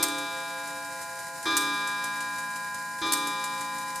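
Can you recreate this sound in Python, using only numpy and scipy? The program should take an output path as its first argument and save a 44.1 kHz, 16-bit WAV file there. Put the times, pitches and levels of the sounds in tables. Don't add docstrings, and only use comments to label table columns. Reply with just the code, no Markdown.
import sys
import numpy as np
from scipy import signal
from scipy.fft import rfft, irfft
from scipy.io import wavfile
from scipy.ndimage import uniform_filter1d

SR = 44100
rng = np.random.default_rng(int(sys.argv[2]) if len(sys.argv) > 2 else 0)


def waveform_to_disk(signal):
    frames = np.transpose(np.atleast_2d(signal))
    scaled = np.clip(frames, -1, 1) * 32767
    samples = np.round(scaled).astype(np.int16)
    wavfile.write(sys.argv[1], SR, samples)


N = 176400


def undb(db):
    return 10 ** (np.asarray(db) / 20)


def unit_rms(x):
    return x / np.sqrt(np.mean(x ** 2))


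def fade(t, t60_s):
    return (t >= 0) * np.exp(-np.log(1000) * np.maximum(t, 0) / t60_s)


def rise(t, rise_s):
    return 1 - np.exp(-np.maximum(t, 0) / rise_s)


def wander(rate_hz):
    hold = int(SR / rate_hz)
    steps = np.repeat(rng.standard_normal(N // hold + 1), hold)
    return unit_rms(uniform_filter1d(steps, hold)[:N])


# frequency in Hz, side-to-mid ratio in dB.
WIDTH = [(50, -11), (250, -11.5), (1500, -17), (4000, -4.5), (8000, -9.5), (12000, -4.5)]


def colour(pair, spectrum, resonances=()):
    hz = np.maximum(np.fft.rfftfreq(N, 1 / SR), 1)

    def curve(rows):
        points_hz, points_db = np.array(rows).T
        return undb(np.interp(np.log(hz), np.log(points_hz), points_db))

    gain = curve(spectrum)
    for centre_hz, width_hz, peak_db in resonances:
        gain *= 1 + (undb(peak_db) - 1) / (1 + (2 * (hz - centre_hz) / width_hz) ** 2)
    mid, side = rfft(pair) * gain
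    side *= curve(WIDTH)
    return unit_rms(irfft(np.array([mid + side, mid - side]), N))


# frequency in Hz, relative density in dB.
WHIRR_SPECTRUM = [(45, -15), (100, 1), (200, 1), (300, -0.5), (420, -3.5), (800, -3), (1300, -2.5),
                  (1900, 3), (2350, -2), (2750, -11), (3400, -10), (4000, 0.5), (4400, -2.5), (5000, 0),
                  (6200, -1.5), (8000, -0.5), (10000, 0), (12200, -6), (13400, -8), (14400, -11.5),
                  (15500, -15)]
# centre in Hz, width in Hz, boost in dB.
PLATE_RESONANCES = [(962, 47, 11.8), (1127, 50, 5.4), (1646, 46, 13.5), (1930, 24, 2.1), (4960, 82, 5.4),
                    (7000, 210, 6.6), (7560, 60, 4.3), (8380, 100, 4.4), (9680, 180, 3.2)]


def striking_train(whirr_db=-44, teeth_db=-52.5, clicks_per_s=170, scatter_db=2.5):
    whirr = colour(rng.standard_normal((2, N)), WHIRR_SPECTRUM, PLATE_RESONANCES)
    clicks = (rng.random(N) < clicks_per_s / SR) * undb(scatter_db * rng.standard_normal(N))
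    polarity = np.sign(rng.standard_normal((2, N)))
    teeth = colour(clicks * polarity, WHIRR_SPECTRUM, PLATE_RESONANCES)
    flutter_db = 0.93 * wander(rate_hz=45) + 0.35 * wander(rate_hz=6.67)
    return (undb(whirr_db) * whirr + undb(teeth_db) * teeth) * undb(flutter_db)


# frequency in Hz, T60 in seconds, relative level per blow in dB,
# relative level still ringing at the start in dB, left minus right in dB.
GONG_MODES = [(105.12, 5.2, -67, -78, 1), (146.0, 16.0, -66, -71, 0), (172.88, 20.0, -55, -62, 0),
              (228.71, 20.0, -60, -80, 0), (281.48, 17.4, -65, -75, 0), (288.26, 16.8, -62, -62, 0),
              (289.56, 4.3, -48, -50, 0), (401.19, 1.7, -45, -49, 0), (523.68, 7.6, -67, -50, 1),
              (528.91, 20.0, -54, -55, 1), (672.43, 20.0, -60, -49, -1), (835.27, 20.0, -47, -46, 0),
              (1014.25, 17.3, -38, -43, 2), (1204.81, 2.6, -35, -43, -1), (1413.0, 12.5, -50, -46, -2),
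              (1632.29, 15.1, -39, -43, -1), (1864.85, 10.7, -53, -62, -1), (2364.53, 4.8, -37, -42, 3),
              (2636.24, 6.8, -57, -58, 5), (2917.22, 7.2, -57, -60, 0), (3210.51, 3.3, -53, -56, 8),
              (3512.57, 1.9, -37, -42, 1), (3826.79, 3.2, -39, -43, -2), (4152.92, 3.9, -55, -58, 3),
              (4459.25, 5.5, -56, -61, -1), (4499.77, 2.9, -53, -57, 5), (4838.92, 3.6, -48, -55, -1),
              (5205.95, 3.1, -48, -54, 3), (5583.11, 3.8, -58, -62, 1), (5967.65, 3.2, -53, -60, -3),
              (6363.09, 2.6, -54, -59, -1)]
# start in seconds, strength in dB.
BLOWS = [(1.455, 0), (3.015, -2)]


def gong(t, gain_db=6.5, rise_cycles=14, spread_rad=0.3):
    out = np.zeros((2, N))
    skews_rad = spread_rad * rng.uniform(-1, 1, len(GONG_MODES))
    for (hz, t60_s, blow_db, ringing_db, pan_db), skew_rad in zip(GONG_MODES, skews_rad):
        ring = undb(ringing_db) * fade(t, t60_s) * np.exp(2j * np.pi * hz * t)
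        for start_s, strength_db in BLOWS:
            age_s = t - start_s
            envelope = rise(age_s, 0.002 + rise_cycles / hz) * fade(age_s, t60_s)
            ring += undb(blow_db + strength_db) * envelope * np.exp(2j * np.pi * hz * age_s)
        for ear, sign in enumerate((1, -1)):
            out[ear] += undb(sign * pan_db / 2) * np.imag(ring * np.exp(1j * sign * skew_rad))
    return undb(gain_db) * out


# start in seconds, strength in dB.
ALL_BLOWS = [(-0.045, -2.5)] + BLOWS
# frequency in Hz, level for a 0 dB blow in dB, T60 in seconds.
CASE_MODES = [(324.2, -29.5, 0.77), (338, -30, 0.1), (955, -39, 0.083), (1670, -50, 0.49),
              (3205, -42, 0.26), (4165, -40, 0.65)]


def wooden_case(t, rise_s=0.0083):
    out = np.zeros(N)
    for start_s, strength_db in ALL_BLOWS:
        age_s = t - start_s
        for hz, level_db, t60_s in CASE_MODES:
            envelope = rise(age_s, rise_s) * fade(age_s, t60_s)
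            out += undb(level_db + strength_db) * envelope * np.sin(2 * np.pi * hz * age_s)
    return out


def knocks(t, contacts, spectrum, resonances, t60_s, room_db, room_t60_s):
    power = np.zeros(N)
    for start_s, level_db in contacts:
        direct = fade(t - start_s, t60_s)
        room = undb(room_db) * fade(t - start_s, room_t60_s)
        power += undb(level_db) ** 2 * (direct ** 2 + room ** 2)
    return np.sqrt(power) * colour(rng.standard_normal((2, N)), spectrum, resonances)


# frequency in Hz, relative density in dB.
THUD_SPECTRUM = [(60, -4), (160, -9), (350, 8), (600, -4), (1000, -5), (1700, 0), (2700, -13), (4100, -9),
                 (6000, -10), (15000, -35)]


def hammer_thuds(t, gain_db=-35):
    return undb(gain_db) * knocks(t, ALL_BLOWS, THUD_SPECTRUM, PLATE_RESONANCES,
                                  t60_s=0.036, room_db=0, room_t60_s=0.98)


# start in seconds, level in dB.
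CLACKS = [(.027, -21), (0.0302, -19), (.038, -21), (.085, -32.5), (1.5685, -18.5), (1.574, -23),
          (1.58, -26), (1.608, -32), (1.62, -35), (3.1224, -19), (3.13, -24), (3.135, -19), (3.175, -37)]
# frequency in Hz, relative density in dB.
CLACK_SPECTRUM = [(40, -17), (150, -15), (500, -13.5), (1000, -2.5), (1700, -2.5), (2700, -7.5), (4500, 2),
                  (6000, -4), (7500, -1.5), (10000, 0.5), (13000, -6.5), (15500, -11)]
SNAP_SPECTRUM = [(200, -31), (2500, -7.5), (5500, -21), (8000, 5), (11000, 1.5), (15500, -4.5)]
# centre in Hz, width in Hz, boost in dB.
BRASS_RESONANCES = [(4900, 100, -3), (5700, 68, 12), (6460, 93, 14.5), (7020, 130, 9), (7530, 76, 11),
                    (8320, 120, 13.5), (8770, 160, 7), (8900, 120, 6), (10100, 110, -2), (9900, 80, 11),
                    (10940, 50, 6), (12100, 150, 9), (14000, 250, 2)]


def lever_clacks(t, snap_gain_db=-0.5, snap_t60_s=0.013):
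    rattle = knocks(t, CLACKS, CLACK_SPECTRUM, BRASS_RESONANCES,
                    t60_s=0.049, room_db=-15.5, room_t60_s=0.44)
    snap_envelope = sum(undb(db + snap_gain_db) * fade(t - start_s, snap_t60_s) for start_s, db in CLACKS)
    return rattle + snap_envelope * colour(rng.standard_normal((2, N)), SNAP_SPECTRUM)


def gong_hum(t, hz=289.5, level_db=-44, from_s=0.1, until_s=0.304, edge_s=0.0069):
    out = np.zeros(N)
    for start_s, _ in ALL_BLOWS:
        age_s = t - start_s
        swell = (np.tanh((age_s - from_s) / edge_s) - np.tanh((age_s - until_s) / edge_s)) / 2
        out += swell * np.sin(2 * np.pi * hz * age_s)
    return undb(level_db) * out


# start in seconds, level in dB.
TICKS = [(.1825, -37), (.673, -42), (0.8475, -43), (1.016, -40), (1.19, -41), (1.4277, -39), (1.873, -36),
         (2.0403, -34.5), (2.206, -37.5), (2.383, -39), (2.559, -38.5), (2.7436, -37.5), (2.9865, -43),
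         (3.066, -43), (3.2705, -33.5), (3.44, -33.5), (3.6087, -37.5), (3.7823, -40), (3.9573, -36)]
# frequency in Hz, relative density in dB.
TICK_SPECTRUM = [(150, -4), (600, -1.5), (1700, -3), (2900, -6), (4500, -1.5), (8000, 2.5), (11000, 2),
                 (13000, -8), (15500, -20)]


def train_ticks(t):
    return knocks(t, TICKS, TICK_SPECTRUM, PLATE_RESONANCES, t60_s=0.07, room_db=-0.5, room_t60_s=0.16)


def scene():
    t = np.arange(N) / SR
    return (striking_train() + gong(t) + wooden_case(t) + hammer_thuds(t)
            + lever_clacks(t) + gong_hum(t) + train_ticks(t))


def record(dry, low_cut_hz=30, high_cut_hz=15250):
    highpass = signal.butter(2, low_cut_hz, "high", fs=SR, output="sos")
    lowpass = signal.ellip(8, 0.2, 80, high_cut_hz, fs=SR, output="sos")
    return signal.sosfilt(lowpass, signal.sosfilt(highpass, dry))


dry = scene()
out = record(dry)
waveform_to_disk(out)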